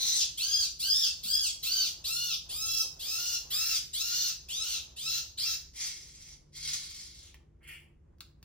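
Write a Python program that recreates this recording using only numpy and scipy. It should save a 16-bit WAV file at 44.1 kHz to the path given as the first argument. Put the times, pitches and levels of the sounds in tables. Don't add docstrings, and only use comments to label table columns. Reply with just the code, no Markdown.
import sys
import numpy as np
from scipy import signal
from scipy.fft import rfft, irfft
from scipy.io import wavfile

SR = 44100
rng = np.random.default_rng(int(sys.argv[2]) if len(sys.argv) > 2 else 0)


def generate_wav(sig):
    pcm = np.round(np.clip(np.atleast_2d(sig).T, -1, 1) * 32767).astype(np.int16)
    wavfile.write(sys.argv[1], SR, pcm)


def invert_db(level):
    return 10 ** (np.asarray(level, dtype=float) / 20)


N = 372248


def in_time(tables, edge_s):
    t = np.arange(N) / SR
    rows = np.concatenate(tables)
    gate = 0
    for table in tables:
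        first, last = table[0][0], table[-1][0]
        corners = [first - edge_s, first + edge_s, last, last + 4 * edge_s]
        gate = gate + np.interp(t, corners, [0, 1, 1, 0])
    return [gate] + [np.interp(t, rows[:, 0], column) for column in rows[:, 1:].T]


def per_event(starts, table):
    row = np.searchsorted(starts, np.arange(N) / SR, side="right") - 1
    return np.transpose(table)[:, np.maximum(row, 0)]


def at_hz(points):
    hz = np.maximum(np.arange(N // 2 + 1) * SR / N, 1)
    points = np.array(points)
    return np.interp(np.log(hz), np.log(points[:, 0]), points[:, 1])


def colour(x, points):
    return irfft(rfft(x) * invert_db(at_hz(points)), N)


def rms_one(x):
    return x / np.sqrt(np.mean(x ** 2) + 1e-20)


def drift(rate_hz):
    r = np.exp(-2 * np.pi * rate_hz / SR)
    wander = signal.lfilter([1], [1, -2 * r, r * r], rng.standard_normal(N + SR))
    return rms_one(wander[SR:])


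def shelf(x, gain_db, hz, kind):
    part = signal.sosfilt(signal.butter(3, hz, kind, fs=SR, output="sos"), x)
    return x + (invert_db(gain_db) - 1) * part


def whistle(centre_hz, width_hz):
    low_pass = signal.butter(2, width_hz / 2, fs=SR, output="sos")
    slow = signal.sosfilt(low_pass, rng.standard_normal((2, N)))
    turns = np.cumsum(centre_hz) / SR
    return rms_one(slow[0] * np.sin(2 * np.pi * turns) + slow[1] * np.cos(2 * np.pi * turns))


# (f/Hz, likeness from -1 to 1)
LIKENESS = [(60, .999), (150, .88), (300, .4), (520, 0), (750, -.3), (1800, .6), (3500, .2), (6000, 0),
            (7600, -.4), (8500, -.9), (11500, -.9), (13000, -.3), (15500, .3)]


def spread(mid, side):
    alike = np.clip(at_hz(LIKENESS), -1, 1)
    shared = rfft(mid) * np.sqrt(1 + alike)
    opposed = rfft(side) * np.sqrt(1 - alike)
    return irfft(shared + opposed * [[1], [-1]], N)


# (f/Hz, level/dB per Hz)
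HUM = [(12, -27.5), (20, -16), (64, -0.5), (118, -14), (151, -13), (217, -20), (347, -23), (511, -28),
       (700, -41.5), (1100, -42), (2000, -47), (4000, -58), (9000, -53), (15000, -76)]
# (f/Hz, width/Hz, level/dB)
MOTOR = [(146.3, 2.2, -68.5), (341, 11, -78.5)]
# (t/s, level/dB)
SHUFFLE = [
    (0.0, -47),
    (0.25, -55.5),
    (0.52, -75.5),
    (1.1, -60.5),
    (1.86, -55.5),
    (3.4, -50.5),
    (4.09, -70.5),
    (4.47, -56.5),
    (6.0, -67),
    (8.44, -68),
]


def background():
    white = rng.standard_normal((5, N))
    rumble = spread(colour(white[0], HUM), colour(white[1], HUM))
    hum = invert_db(-59.5) * rms_one(rumble)
    for hz, width_hz, level_db in MOTOR:
        r = np.exp(-np.pi * width_hz / SR)
        ringing = [1, -2 * r * np.cos(2 * np.pi * hz / SR), r * r]
        hum += invert_db(level_db) * rms_one(signal.lfilter([1], ringing, white[2]))
    rustle = signal.sosfilt(signal.butter(2, [350, 1000], "band", fs=SR, output="sos"), white[3:])
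    shuffle_db = in_time([SHUFFLE], edge_s=.01)[1] - 13.0 + 3.0 * drift(11)
    return hum + rms_one(spread(*rustle)) * invert_db(shuffle_db)


# (t/s, peak level/dB, f/Hz)
THUMPS = [
    (0.432, -65, 92),
    (0.719, -74, 137),
    (1.253, -48.5, 204),
    (2.521, -65, 77.5),
    (2.663, -48, 90),
    (3.855, -64, 76),
    (6.514, -71, 151.2),
    (7.48, -57.5, 102.6),
]


def thumps():
    out = np.zeros(N)
    t = np.arange(SR // 8) / SR
    for s, peak_db, hz in THUMPS:
        i = round(s * SR)
        out[i:i + len(t)] += invert_db(peak_db) * np.sin(2 * np.pi * hz * t) * np.exp(-t * hz / 2.48)
    return out


# (t/s, peak level/dB, f/Hz)
TICKS = [
    (7.3433, -49, 2740),
    (8.1844, -72, 4660),
    (8.2065, -41, 4180),
    (8.2107, -56, 4160),
    (8.428, -51, 4800),
]


def ticks():
    out = np.zeros(N)
    for s, peak_db, hz in TICKS:
        i = round(s * SR)
        t = np.arange(min(SR // 20, N - i)) / SR
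        burst = rng.standard_normal(len(t)) * np.exp(-t / .002)
        body = signal.sosfilt(signal.butter(1, [hz * .8, hz * 1.2], "band", fs=SR, output="sos"), burst)
        edge = signal.sosfilt(signal.butter(2, 900, "high", fs=SR, output="sos"), burst)
        out[i:i + len(t)] += invert_db(peak_db + 3.0) * (body + invert_db(-3) * edge)
    return out


def tail(x, t60_s):
    t = np.arange(SR // 2) / SR
    white = rng.standard_normal(len(t)) * invert_db(-60 * t / t60_s) * (t > .003)
    dull = signal.sosfilt(signal.butter(1, 5000, fs=SR, output="sos"), white)
    echoes = dull + (white - dull) * invert_db(-25 * t / t60_s)
    return signal.fftconvolve(x, echoes / np.sqrt(np.sum(echoes ** 2)))[:N]


# (t/s, throat f/Hz, level/dB)
GRUNT = [
    (7.61, 1884, -54),
    (7.654, 2160, -67),
    (7.676, 2158, -43.5),
    (7.758, 2390, -49.5),
    (7.834, 2200, -82),
    (7.88, 2220, -70.5),
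]


def grunt():
    gate, throat_hz, level_db = in_time([GRUNT], edge_s=0.0069)
    return whistle(throat_hz, width_hz=680) * invert_db(3.4 * drift(60)) * gate * invert_db(level_db - 14.0)


# (t/s, air level/dB, main mouth resonance f/Hz)
WHEEZES = [
    [(5.745, -53.5, 5340), (5.775, -46.5, 5560), (5.821, -40, 5605), (5.935, -51.5, 5630),
     (5.98, -56, 5560), (6.131, -62.5, 5600), (6.32, -55.5, 5600), (6.43, -93, 5300)],
    [(6.535, -54.5, 5040), (6.663, -43, 4670), (6.729, -44, 4610), (6.815, -51, 4580), (7.025, -54, 5100),
     (7.165, -63, 4260), (7.3, -65.5, 3230), (7.4, -105, 3300)],
    [(7.61, -98, 3287), (7.63, -73.5, 3320), (7.684, -60.5, 3260), (7.746, -62, 3250), (7.9, -100, 3250)],
]
# (brightness level/dB, open-throat level/dB)
WHEEZE_TONE = [(0, -13), (0, -15), (10, -2.5)]
# (f/Hz, level/dB per Hz)
HISS = [(600, -36), (1300, -22), (2500, -12), (4000, -4), (5200, 0), (7000, -3), (9000, -3), (10300, -8),
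        (12000, -14), (15000, -19), (16000, -24)]
# (f/Hz, width/Hz, level/dB)
WINDPIPE = [(2131, 266, -19), (3325, 270, -16.5)]


def wheezes():
    gate, air_db, mouth_hz = in_time(WHEEZES, edge_s=0.018)
    bright_db, open_db = per_event([wheeze[0][0] for wheeze in WHEEZES], WHEEZE_TONE)
    rough_noise = rng.standard_normal(N) * invert_db(5.3 * drift(170))
    air = rms_one(colour(rough_noise, HISS))
    air += invert_db(-5) * whistle(mouth_hz, width_hz=1270)
    for hz, width_hz, level_db in WINDPIPE:
        air += invert_db(level_db) * whistle(np.full(N, hz), width_hz)
    air *= gate * invert_db(air_db + 0.5)
    air = shelf(air, bright_db, 7800, "high")
    return shelf(air, open_db + 15.0, [1400, 3200], "band")


# (start t/s, length t/s, effort level/dB, swell from the onset level/dB, brightness level/dB)
SCREAMS = [(-.1, .32, -33.5, 1, 2), (0.372, .27, -34.5, 4, 2), (.79, 0.28, -33, 6, 3.5),
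           (1.229, .24, -33.5, 6, 6), (1.625, .24, -36, 1.5, 4), (2.039, 0.29, -38, 1, 6),
           (2.488, 0.33, -36.5, 7, 6.5), (2.99, 0.36, -36, 9, 4.5), (3.499, .26, -34, 4.5, 6),
           (3.929, 0.36, -35, 5.5, 3), (4.482, 0.28, -38.5, 6.5, 2.5), (4.958, .22, -35.5, 14.5, 3.5),
           (5.371, 0.16, -37, 4, 3)]
# (climbs to f/Hz, climb t/s, voice breaks after t/s, then settles at f/Hz, end sag f/Hz)
PITCH = [(1996, .02, .02, 2010, 700), (1651.5, .04, .25, 1640, 260), (1692, .045, .14, 1830, 550),
         (1707, .042, .165, 1600, 300), (1620, .05, .12, 1560, 350), (1401, .03, .11, 1430, 220),
         (1326, .04, .15, 1340, 40), (1345, .05, .17, 1430, 30), (1302, 0.022, .1, 1375, 220),
         (1497, .065, .13, 1460, 86), (1334, 0.044, .14, 1480, 170), (1370, .05, .12, 1410, 29),
         (1201, 0.036, .06, 1370, 24)]
# (half-pitch lines level/dB, pitch jitter/%)
HOARSE = [(-6, 5.5), (-25, .7), (-12, 2.5), (-22, .9), (-8, 1.6), (-1, .6), (-1, .5), (-3, 2.5), (-6, 2.2),
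          (-4, 1.8), (-5, 3), (-5, 3.5), (-6, 4.5)]
# (voice over air before break level/dB, after break level/dB,
#                  main mouth resonance f/Hz, open-throat level/dB)
THROAT = [(-0.5, 5.5, 4200, 1.5), (6, 4.5, 4500, -3), (9, 7, 4950, 1.5), (8.5, 15.5, 4800, -3),
          (1.5, 2.5, 4650, -6), (7, 8, 4750, -0.5), (10, 6, 5250, -2), (0.5, 0.5, 5050, 1),
          (3, 0.5, 5050, 9), (5.5, -2.5, 4700, 4), (10, 0.5, 3700, -1), (10.5, -3, 4450, 2.5),
          (6.5, -2, 4900, 8.5)]


def cry_controls():
    starts = [cry[0] for cry in SCREAMS]
    start, length, top_db, swell_db, bright_db = per_event(starts, SCREAMS)
    climb_hz, climb_s, break_s, settle_hz, sag_hz = per_event(starts, PITCH)
    hoarse_half_db, hoarse_jitter = per_event(starts, HOARSE)
    before_db, after_db, mouth_hz, open_db = per_event(starts, THROAT)
    age = np.arange(N) / SR - start
    over = np.maximum(age - length, 0)
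    broken = 1 - np.exp(-np.maximum(age - break_s, 0) / .015)

    climb = climb_hz * (1 - (1 - .58) * np.exp(-age / climb_s))
    sag = np.clip(1 + (age - length) / .07, 0, 1.3) ** 2
    pitch_hz = climb + broken * (settle_hz - climb_hz) - sag * sag_hz
    thin_db = 90 * np.minimum(pitch_hz / climb_hz - 0.93, 0)

    swell = swell_db * np.exp(-age / (0.34 * length))
    release = 33.5 * (1 - np.exp(-over / 0.072))
    effort_db = top_db - swell - release
    gate = np.clip(age / .008, 0, 1) * np.clip(6 - over / .03, 0, 1)

    bright_db = bright_db + 12.5 * np.exp(-age / 0.045) - 61 * over
    mouth_hz = mouth_hz - 898.4 * np.exp(-age / .05)
    clear_db = before_db + broken * (after_db - before_db)

    steady_half_db, steady_share = -22, .22
    half_db = steady_half_db + broken * (hoarse_half_db - steady_half_db)
    jitter = .5 + hoarse_jitter * (steady_share + broken * (1 - steady_share)) - .5 * broken
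    return gate, pitch_hz, effort_db, clear_db, bright_db, open_db, mouth_hz, thin_db, half_db, jitter


# (f/Hz, level/dB per Hz)
MOUTH = [(600, -44), (1300, -23), (1700, -27), (2200, -28), (2700, -8), (3400, -5), (4200, -7), (5100, 0),
         (6400, -3), (8500, -7), (10500, -18), (13000, -19), (16000, -26)]
# (f/Hz, level/dB per Hz)
AIR = [(600, -41), (1300, -20), (2150, -23.5), (2700, -9.5), (3600, -6.5), (5000, 2), (6500, 5.5),
       (8800, -26.5), (10500, -13.5), (13000, -8), (15000, -5.5), (16000, -42.5)]


def screams():
    controls = cry_controls()
    gate, pitch_hz, effort_db, clear_db, bright_db, open_db, mouth_hz, thin_db, half_db, jitter = controls
    wobble = 1 + .005 * drift(30) + jitter / 100 * drift(300)
    turns = np.cumsum(pitch_hz * wobble) / SR
    uneven = invert_db(half_db) * np.sin(np.pi * turns)

    lines = 0
    for k in range(1, 13):
        line_hz = k * pitch_hz
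        near_mouth_db = 6.5 * np.exp(-((line_hz - mouth_hz) / 650) ** 2)
        level_db = near_mouth_db + 3.0 * drift(14) + thin_db * (k == 1)
        line = np.sin(2 * np.pi * k * turns + k * k) * (line_hz < 17000)
        lines = lines + line * invert_db(level_db) * (1 + uneven * (k > 2))
    lines *= invert_db(2.0 * drift(200))

    voice_over_air_db = clear_db + 1.2 * np.minimum(effort_db + 46, 0)
    clear = 1 / (1 + invert_db(-voice_over_air_db) ** 2)
    voice = colour(lines * gate * np.sqrt(clear) * invert_db(effort_db - 1.0), MOUTH)

    chopped = 1 + .7 * np.sin(2 * np.pi * turns)
    air = rng.standard_normal(N) * chopped * invert_db(2.5 * drift(250))
    air = rms_one(colour(air, AIR)) + invert_db(-5) * whistle(mouth_hz, width_hz=1250)
    air *= gate * np.sqrt(1 - clear) * invert_db(effort_db - 2.0)
    air = shelf(air, open_db, [1300, 2600], "band")
    return shelf(voice + air, np.clip(bright_db, -9, 9), 7500, "high")


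def scene():
    snaps = ticks()
    animal = screams() + wheezes() + grunt()
    animal += invert_db(-4.5) * snaps
    boxed = animal + snaps + invert_db(0.5) * tail(animal, t60_s=0.071)
    lag_s = 5.6e-5
    hz = np.arange(N // 2 + 1) * SR / N
    late = irfft(rfft(boxed) * np.exp(-2j * np.pi * hz * lag_s), N)
    room = spread(tail(animal, t60_s=0.34), tail(animal, t60_s=0.34))
    return np.array([boxed, late]) + invert_db(1) * room + background() + thumps()


def drop_faint_bands(mid, side, margin_db, top_margin_db, masked_db):
    hz, _, pair = signal.stft([mid, side], SR, nperseg=2048)
    band = (np.log(1 + hz / 2500) * 24).astype(int)
    first_bins = np.unique(band, return_index=True)[1]
    power = np.add.reduceat(np.abs(pair) ** 2, first_bins, axis=1) / np.bincount(band)[:, None]
    chance = invert_db(rng.normal(0, 5, power.shape))
    power = power[:, band] * chance[:, band]

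    mid_margin_db = np.where(hz > 11700, top_margin_db, margin_db)
    margin = invert_db([-mid_margin_db, -margin_db + 0 * hz])[..., None] ** 2
    loudest = power[:, hz > 1500].max(axis=(0, 1))
    kept = (power > power[::-1] * margin) | (hz < 900)[:, None]
    kept &= (power > loudest * invert_db(-masked_db) ** 2) | (hz < 400)[:, None]
    kept[0, (hz > 8400) & (hz < 11700)] = False
    kept = kept * (hz < 15850)[:, None]
    return signal.istft(pair * kept, SR, nperseg=2048)[1][:, :N]


def roll_off(x):
    return signal.sosfilt(signal.butter(12, 16560, fs=SR, output="sos"), x)


def record(dry):
    mid, side = (dry[0] + dry[1]) / 2, (dry[0] - dry[1]) / 2
    t = np.arange(N) / SR
    onset = sum(np.exp(-((t - cry[0]) / .012) ** 2) for cry in SCREAMS)
    lean = drop_faint_bands(mid, side, margin_db=8, top_margin_db=1.2, masked_db=43)
    mid, side = lean + .9 * onset * ([mid, side] - lean)
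    return roll_off(np.array([mid + side, mid - side]))


dry = scene()
out = record(dry)
generate_wav(out)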